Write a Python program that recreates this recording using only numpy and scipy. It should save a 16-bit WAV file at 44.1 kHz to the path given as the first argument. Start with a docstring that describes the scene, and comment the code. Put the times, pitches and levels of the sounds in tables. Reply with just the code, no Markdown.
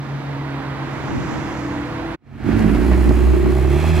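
"""First comes distant traffic, heard from under a flyover: engines drone and tyres roar on the road.
After a second, wind swells and puffs on the microphone, there is a dull thud, and tyres hiss as an
engine goes by. Just after two seconds the traffic breaks off and a six-cylinder sports car fades in,
rolling slowly, its firings making the exhaust throb and boom. A second engine idles close by and dies
down. The wind puffs again, and at the end the sports car picks up speed and pulls away."""
import sys
import numpy as np
from scipy import signal
from scipy.fft import rfft, irfft, next_fast_len
from scipy.io import wavfile
from scipy.ndimage import uniform_filter1d, minimum_filter1d, map_coordinates

SR = 44100
rng = np.random.default_rng(int(sys.argv[2]) if len(sys.argv) > 2 else 0)


def bounce(signal):
    """Save signal as a 16-bit WAV file at the path given by the first command-line argument."""
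    frames = np.transpose(np.atleast_2d(signal))
    limited = np.clip(frames, -1, 1)
    pcm = np.round(limited * 32767).astype(np.int16)
    wavfile.write(sys.argv[1], SR, pcm)


N = 176400
TIME = np.arange(N) / SR


def amp(db):
    """Turn decibels into a number to multiply by."""
    return 10 ** (np.asarray(db) / 20)


def unit(x):
    """Scale a sound to an average (rms) size of 1."""
    return x / np.sqrt(np.mean(x ** 2) + 1e-20)


def along(points, hz):
    """Read a table of frequencies at hz, giving each octave equal room."""
    f, values = np.transpose(points)
    return np.interp(np.log(hz + 1), np.log(f + 1), values)


def curves(rows):
    """Join a table's rows over time: one smooth line for each later column."""
    times, *columns = np.transpose(rows)
    return [np.interp(TIME, times, column) for column in columns]


def level(rows):
    """Turn a table of times and decibels into a volume for every sample."""
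    return amp(curves(rows)[0])


def wobble(rate):
    """A smooth random curve through rate points a second."""
    return map_coordinates(rng.standard_normal(int(N * rate / SR) + 4), [np.arange(N) * rate / SR])


def filtered(x, response):
    """Turn each frequency up or down, or delay it, as response says."""
    size = next_fast_len(N + SR // 2)
    return irfft(rfft(x, size) * response(np.fft.rfftfreq(size, 1 / SR)), size)[..., :N]


def noise(spectrum, alike):
    """Stereo noise; a likeness of 1 is the same in both ears, -1 is opposite."""
    def shape(hz):
        angle = np.arccos(np.clip(along(alike, hz), -1, 1)) / 2
        return amp(along(spectrum, hz)) * np.array([np.cos(angle), np.sin(angle)])
    mid, side = filtered(rng.standard_normal((2, N)), shape)
    return np.array([mid + side, mid - side]) / mid.std()


def place(x, pan_db, lag_ms):
    """Make the left side louder by pan_db and later by lag_ms."""
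    sides = np.array([[.5], [-.5]])
    return amp(pan_db * sides) * filtered(x, lambda hz: np.exp(-2j * np.pi * hz * sides * lag_ms / 1000))


def tone(cycles, flutter_db, drift):
    """One engine tone, a little unsteady in loudness and pitch."""
    return np.sqrt(2) * amp(flutter_db * wobble(16)) * np.cos(2 * np.pi * cycles + drift * wobble(15))


# Firing rate and loudness of two far engines: t/s, f/Hz, level/dB
FIRST_DRONE = [(0,139.5,-29),(.4,139.1,-30),(.8,137,-30),(1.1,138.5,-36.5),(1.5,144.5,-46),(2.15,148.5,-41)]
SECOND_DRONE = [(0,78,-43),(.5,79.4,-38),(.75,79.5,-39),(1,79.84,-34),(2.15,82.6,-31)]
# The first one's tone an octave up: t/s, level/dB
FIRST_OCTAVE = [(0,-42),(.42,-33),(1.1,-40),(1.45,-37),(1.7,-28.5),(1.9,-32),(2.15,-38)]
# The second is heard only by its overtones: multiple of the firing rate, level/dB
SECOND_OVERTONES = [(3,-8.5),(4,-1.5),(6,-12),(8,-14.5)]
def far_engines():
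    """Two engines drone in the distance, their sound wavering on the way."""
    hz, db = curves(FIRST_DRONE)
    cycles = np.cumsum(hz) / SR
    first = amp(db) * tone(cycles, flutter_db=1.1, drift=.12)
    first += level(FIRST_OCTAVE) * tone(2 * cycles, flutter_db=2.6, drift=.4)
    hz, db = curves(SECOND_DRONE)
    cycles = np.cumsum(hz) / SR
    second = sum(amp(db + k_db) * tone(k * cycles, flutter_db=2.5, drift=.31)
                 for k, k_db in SECOND_OVERTONES)
    return place(first + second, pan_db=-.5, lag_ms=.13)


# Loudness of the main road: t/s, roar level/dB, rumble level/dB
TRAFFIC = [(0,-37,-48),(.55,-33.5,-42),(1,-32,-38.5),(2.15,-32.5,-37.5)]
# Tyre hiss of a car passing far off: t/s, level/dB
FAR_HISS = [(0,-56.5),(.7,-62),(.95,-49.5),(1.3,-42.5),(1.6,-44.5),(2.15,-58)]
# How much bass and treble each noise has: f/Hz, level/dB
ROAR_COLOUR = [(220,-30),(380,-4),(540,-7),(950,-4.5),(1400,-8.5),(2050,-11.5),(2700,-18.5),(4100,-26.5),(6500,-41),(8500,-50),(15400,-56)]
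FAR_HISS_COLOUR = [(2000,5.5),(4000,-11),(4900,-3),(6900,-1.5),(8400,-15.5),(11500,-17.5),(15500,-32)]
RUMBLE_COLOUR = [(20,-20),(40,1),(68,14.5),(110,6),(200,1.5),(400,-36)]
# How alike the two ears hear them: f/Hz, likeness
FAR_ALIKE = [(60,1),(300,0.5),(1000,0.74),(3000,0.57),(12000,1)]
def far_road():
    """Tyres roar, hiss and rumble on the main road."""
    roar_db, rumble_db = curves(TRAFFIC)
    roar = amp(roar_db + .52 * wobble(11.97)) * noise(ROAR_COLOUR, FAR_ALIKE)
    hiss = level(FAR_HISS) * noise(FAR_HISS_COLOUR, FAR_ALIKE)
    rumble = amp(rumble_db) * noise(RUMBLE_COLOUR, FAR_ALIKE)
    return (place(roar, pan_db=-5, lag_ms=.087) + place(hiss, pan_db=-7.5, lag_ms=.04)
            + place(rumble, pan_db=0, lag_ms=.11))


# Loudness of the wind: t/s, level/dB
WIND_LEVEL = [(0,-37),(.8,-37),(1.25,-29.5),(1.7,-35.5),(2.15,-36)]
# Its deep colour: f/Hz, level/dB
WIND_COLOUR = [(60,-18),(120,1),(220,-4),(340,-2.5),(450,-21.5),(900,-77)]
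# How alike the two ears hear it: f/Hz, likeness
WIND_ALIKE = [(60,0.8),(200,0.35),(500,0.97)]
def wind_rush():
    """A low rush swells as wind blows on the microphone."""
    return place(level(WIND_LEVEL) * noise(WIND_COLOUR, WIND_ALIKE), pan_db=0, lag_ms=.11)


# Colour of the background hiss: f/Hz, level/dB
AIR_COLOUR = [(2200,-17),(3400,8.5),(4400,6.5),(6000,-3),(15500,-15.5)]
def open_air():
    """The open air hisses faintly and steadily."""
    return place(amp(-54) * noise(AIR_COLOUR, FAR_ALIKE), pan_db=-5.5, lag_ms=.054)


# Firing rate and loudness of a passing engine: t/s, f/Hz, level/dB
PASSING = [(1.1,73,-39.5),(1.4,71,-32),(1.8,61.5,-35),(2.15,52,-35.5)]
# Its tones at 1, 2 and 3 times that rate: level/dB
PASSING_TONES = [-9,-2,-6]
def passing_engine():
    """An engine's note sinks as it goes by on the main road."""
    hz, db = curves(PASSING)
    cycles = np.cumsum(hz) / SR
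    return sum(amp(db + k_db) * tone(k * cycles, flutter_db=2, drift=.2)
               for k, k_db in enumerate(PASSING_TONES, 1))


# Puffs of wind: t/s, half length/s, level/dB
PUFFS = [(1.16,0.061,-24),(1.34,.05,-26.5),(3.08,.04,-17),(3.299,0.14,-20),(3.478,0.048,-18),(3.675,0.039,-25)]
# How alike the two ears hear them: f/Hz, likeness
PUFF_ALIKE = [(200,-0.72)]
def wind_puffs():
    """Short puffs flutter on the microphone, pushing left and right against each other."""
    gusts = sum(amp(db) * np.exp(-((TIME - s) / half_s) ** 2) for s, half_s, db in PUFFS)
    return gusts * unit(noise(WIND_COLOUR, PUFF_ALIKE))


def thud(at_s=1.182, width_s=.0016):
    """One dull thud among the traffic: a single push and pull of air."""
    offset = (TIME - at_s) / width_s
    return -amp(-7.5) * offset * np.exp(-offset ** 2)


# The sports car's six cylinders: strength, lateness/gaps between firings
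CYLINDERS = [(0.98,-0.005),(0.25,-0.0029),(0.96,-0.024),(0.7,0.021),(0.93,0.00032),(0.28,0.029)]
def firings(cycles, scatter, jitter):
    """The cylinders pop in turn; scatter varies each pop's size and jitter its timing."""
    count = np.arange(int(cycles[-1]))
    size, late = np.array(CYLINDERS)[count % len(CYLINDERS)].T
    chance = rng.standard_normal((len(count), 2))
    at = np.interp(count + late + jitter * chance[:, 0], cycles, np.arange(N))
    return np.bincount(at.astype(int), size + scatter * chance[:, 1], N)


def resonate(pops, notes):
    """Pops make a hollow part ring at its own notes."""
    def response(f):
        return sum(amp(db) * (2j * f * width / (hz * hz - f * f + 2j * f * width)) ** 2
                   for hz, width, db in notes)
    return unit(filtered(pops, response))


def throb(cycles, depth=.35, lag=.7):
    """One row of cylinders is louder, so the boom swells just after every second firing."""
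    return (1 + depth * np.cos(np.pi * (cycles - lag))) * amp(wobble(20))


# The car's tones at 1, 2 and 3 times its firing rate: t/s, level/dB
FIRING_TONE = [(2.7,-34),(2.87,-13.5),(3.2,-11.5),(3.5,-14),(3.7,-13.5),(3.8,-17),(3.9,-14)]
OCTAVE = [(2.45,-23.5),(2.8,-19),(2.92,-28.5),(3.15,-28.5),(3.4,-31),(3.62,-23.5),(3.77,-20.5),(4,-22)]
THIRD_TONE = [(2.95,-24.5),(3.25,-36),(3.76,-37),(3.84,-30.5)]
# The muffler's burble and the tailpipe's boom: t/s, level/dB
BURBLE = [(2.3,-21),(2.52,-16.5),(2.72,-17),(2.95,-20),(3.15,-21),(3.35,-29.5),(4,-28.5)]
BOOM = [(2.3,-31.5),(2.7,-26.5),(2.95,-22),(3.2,-23.5),(3.32,-19.5),(3.55,-20.5),(3.78,-22.5),(3.83,-28.5),(3.94,-29.5),(4,-19)]
# The notes those two parts ring at: f/Hz, width/Hz, level/dB
MUFFLER_NOTES = [(113,31,-1.7),(158.7,23,-1.8),(219.3,36.8,0.79),(269.6,25.3,-2)]
TAILPIPE_NOTES = [(352.4,22.8,10.5),(378.5,6.2,-0.5),(320,16,-4),(640,110,-31)]
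def exhaust(cycles):
    """Firings hum, burble in the muffler, echo under the flyover and boom in the tailpipe."""
    hum = level(FIRING_TONE) * tone(cycles, flutter_db=.8, drift=.08)
    overtones = level(THIRD_TONE) * tone(3 * cycles, flutter_db=4, drift=.25)
    overtones -= level(OCTAVE) * tone(2 * cycles, flutter_db=1.9, drift=.13)
    direct = resonate(firings(cycles, scatter=.57, jitter=.088), MUFFLER_NOTES)
    ragged = lambda: sum(firings(cycles, scatter=.4, jitter=.45) for _ in range(4))
    echoes = np.array([resonate(ragged(), MUFFLER_NOTES) for ear in range(2)])
    burble = level(BURBLE) * unit(direct + .83 * echoes)
    boom = level(BOOM) * throb(cycles)
    boom *= resonate(firings(cycles, scatter=.12, jitter=.01), TAILPIPE_NOTES)
    return (place(hum, pan_db=-4, lag_ms=1.6) + place(overtones, pan_db=-4, lag_ms=1.11)
            + place(burble, pan_db=-8.5, lag_ms=.3) + place(boom, pan_db=-3.5, lag_ms=.28))


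def shimmer(x, depth_db):
    """Thin slices of the sound swell and sink as echoes shift around the moving car."""
    bands = signal.stft(x, nperseg=512)[2]
    swells = rng.standard_normal(bands.shape[1:])
    for _ in range(2):
        swells = uniform_filter1d(swells, size=2, axis=0)  # smooth across pitch
        swells = uniform_filter1d(swells, size=50, axis=1)  # and over time
    bands = bands * amp(depth_db * unit(swells))
    return unit(signal.istft(bands, nperseg=512)[1][:, :N]) * x.std()


# Noise of the rolling car: t/s, tyre and engine-bay level/dB, exhaust hiss level/dB
ROLLING = [(2.3,-28.5,-78),(2.6,-28,-50.5),(3,-30,-45.5),(3.3,-32,-48.5),(3.6,-31.5,-49),(4,-28.5,-45)]
# Rush of gas as the driver speeds up: t/s, level/dB
THROTTLE = [(2.3,-52),(3.55,-48),(3.72,-42),(3.86,-34.5),(4,-37.5)]
# How much bass and treble each noise has: f/Hz, level/dB
TYRE_COLOUR = [(280,-38),(440,-4),(530,-12),(640,-6.5),(1380,-12.5),(2000,-12),(2700,-18.5),(3400,-26),(4200,-28),(12000,-47.5)]
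EXHAUST_HISS_COLOUR = [(2500,-14),(4200,0.5),(5600,-5),(6800,-0.5),(8300,-4.5),(10000,-1),(13000,-7.5),(15600,-13)]
GAS_COLOUR = [(900,-9),(1800,-12),(2500,2.5),(2950,-4.5),(3300,-1),(3750,-8),(4150,-5.5),(4500,-10),(4950,-8),(5400,-14),(5850,-12.5),(10000,-17.5),(15500,-27)]
# How alike the two ears hear them: f/Hz, likeness
NEAR_ALIKE = [(60,0.57),(150,0.83),(1500,0.73),(5000,0.52)]
HISS_ALIKE = [(1000,1),(3000,0.97),(6000,0.66),(15000,0.89)]
def tyres_and_gas(cycles, echo_s=.001198, echo_share=.48, echo_dull_hz=6500):
    """Tyres roar and rumble, while gas hiss pulses with the firings and bounces off the road."""
    def road_echo(hz):
        return echo_share / (1 + (hz / echo_dull_hz) ** 2) * np.exp(-2j * np.pi * hz * echo_s)
    tyre_db, hiss_db = curves(ROLLING)
    tyres = amp(tyre_db + wobble(40)) * noise(TYRE_COLOUR, NEAR_ALIKE)
    gas = amp(hiss_db) * noise(EXHAUST_HISS_COLOUR, HISS_ALIKE)
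    gas += level(THROTTLE) * noise(GAS_COLOUR, HISS_ALIKE)
    gas *= (1 + .26 * np.cos(2 * np.pi * cycles)) * amp(1.13 * wobble(30.04))
    gas += filtered(gas, road_echo)
    rumble = amp(-29) * noise(RUMBLE_COLOUR, NEAR_ALIKE)
    return (place(shimmer(tyres, depth_db=1.2) + rumble, pan_db=-3.5, lag_ms=.04)
            + place(shimmer(gas, depth_db=2.2), pan_db=-.5, lag_ms=.0042))


# A nearby engine's firing rate and tones: t/s, f/Hz, level/dB at f, level/dB at 4 times f
IDLER = [(2.45,56.96,-27,-26),(2.66,53.25,-20,-19.5),(2.8,50.6,-16.5,-26),(2.95,49.8,-38,-37)]
def idling_engine():
    """A second engine settles to idle, its note beating against the sports car's."""
    hz, hum_db, overtone_db = curves(IDLER)
    cycles = np.cumsum(hz) / SR
    hum = amp(hum_db) * tone(cycles, flutter_db=1, drift=.1)
    overtone = amp(overtone_db) * tone(4 * cycles, flutter_db=1, drift=.1)
    return place(hum + overtone, pan_db=-4, lag_ms=.76)


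# The exhaust's higher notes: f/Hz, width/Hz, level/dB
RASP_NOTES = [(629,45,0.5),(790,86,-5),(1117,76,-8.5)]
# How loudly they ring: t/s, level/dB
RASP_LEVEL = [(2.45,-53),(2.7,-35),(3.6,-35.5),(4,-33.5)]
def rasp(cycles):
    """Uneven firings ring the higher notes of the exhaust."""
    ring = resonate(firings(cycles, scatter=.59, jitter=.034), RASP_NOTES)
    return place(level(RASP_LEVEL) * ring, pan_db=-4, lag_ms=.06)


# Snaps of grit: t/s, level/dB
SNAPS = [(2.593,-30),(3.091,-29.5),(3.094,-33)]
# Their bright colour: f/Hz, level/dB
GRIT_COLOUR = [(1200,-13),(4500,3),(15500,-22)]
def grit(decay_s=.0016):
    """Bits of grit snap under the tyres, each a tiny burst of noise."""
    snaps = sum(amp(db) * (TIME >= s) * np.exp(-np.abs(TIME - s) / decay_s) for s, db in SNAPS)
    return snaps * noise(GRIT_COLOUR, HISS_ALIKE)


# Overtones of the hard-working engine: multiple of the firing rate, level/dB
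GROWL_OVERTONES = [(4,-1),(4.5,1),(5,-3)]
def growl(cycles):
    """As the driver speeds up, the engine's higher tones stand out clearly."""
    tones = sum(amp(db) * tone(k * cycles, flutter_db=1, drift=.1) for k, db in GROWL_OVERTONES)
    return place(level(THROTTLE) * tones, pan_db=-1, lag_ms=.2)


# How fast the sports car's engine fires: t/s, f/Hz
FIRING_RATE = [(2.45,45.02),(2.56,49.86),(2.66,55.96),(2.8,60.48),(2.96,63.46),(3.1,60.16),(3.35,63.71),(3.55,64.4),(3.69,67.32),(3.82,76.9),(3.9,80.1),(4,77.9)]
# Fade-in of the car and the idling engine: t/s, level/dB
FADE_IN = [(2.16,-53),(2.2,-46),(2.27,-28.5),(2.35,-20),(2.43,-11.5),(2.48,-3),(2.53,-2.5)]
def scene(cut_s=2.165, fade_out_s=.017):
    """The traffic and the wind's rush break off, then the sports car fades in; wind puffs over both."""
    cycles = np.cumsum(curves(FIRING_RATE)[0]) / SR  # firings so far
    roadside = open_air() + far_engines() + passing_engine() + far_road() + wind_rush() + thud()
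    near = exhaust(cycles) + growl(cycles) + rasp(cycles) + tyres_and_gas(cycles)
    near += grit() + idling_engine()
    fade_out = np.clip((cut_s - TIME) / fade_out_s, 0, 1) ** 2
    fade_in = (TIME > cut_s) * level(FADE_IN)
    return fade_out * roadside + fade_in * near + wind_puffs()


def record(dry, ceiling=.92, top_hz=15750):
    """A limiter turns down the loudest peaks, then the very highest treble is cut off."""
    needed = ceiling / np.maximum(np.abs(dry).max(axis=0), ceiling)
    gain = uniform_filter1d(minimum_filter1d(needed, size=900), size=450)
    return filtered(dry * gain, lambda hz: hz < top_hz)


dry = scene()
out = record(dry)
bounce(out)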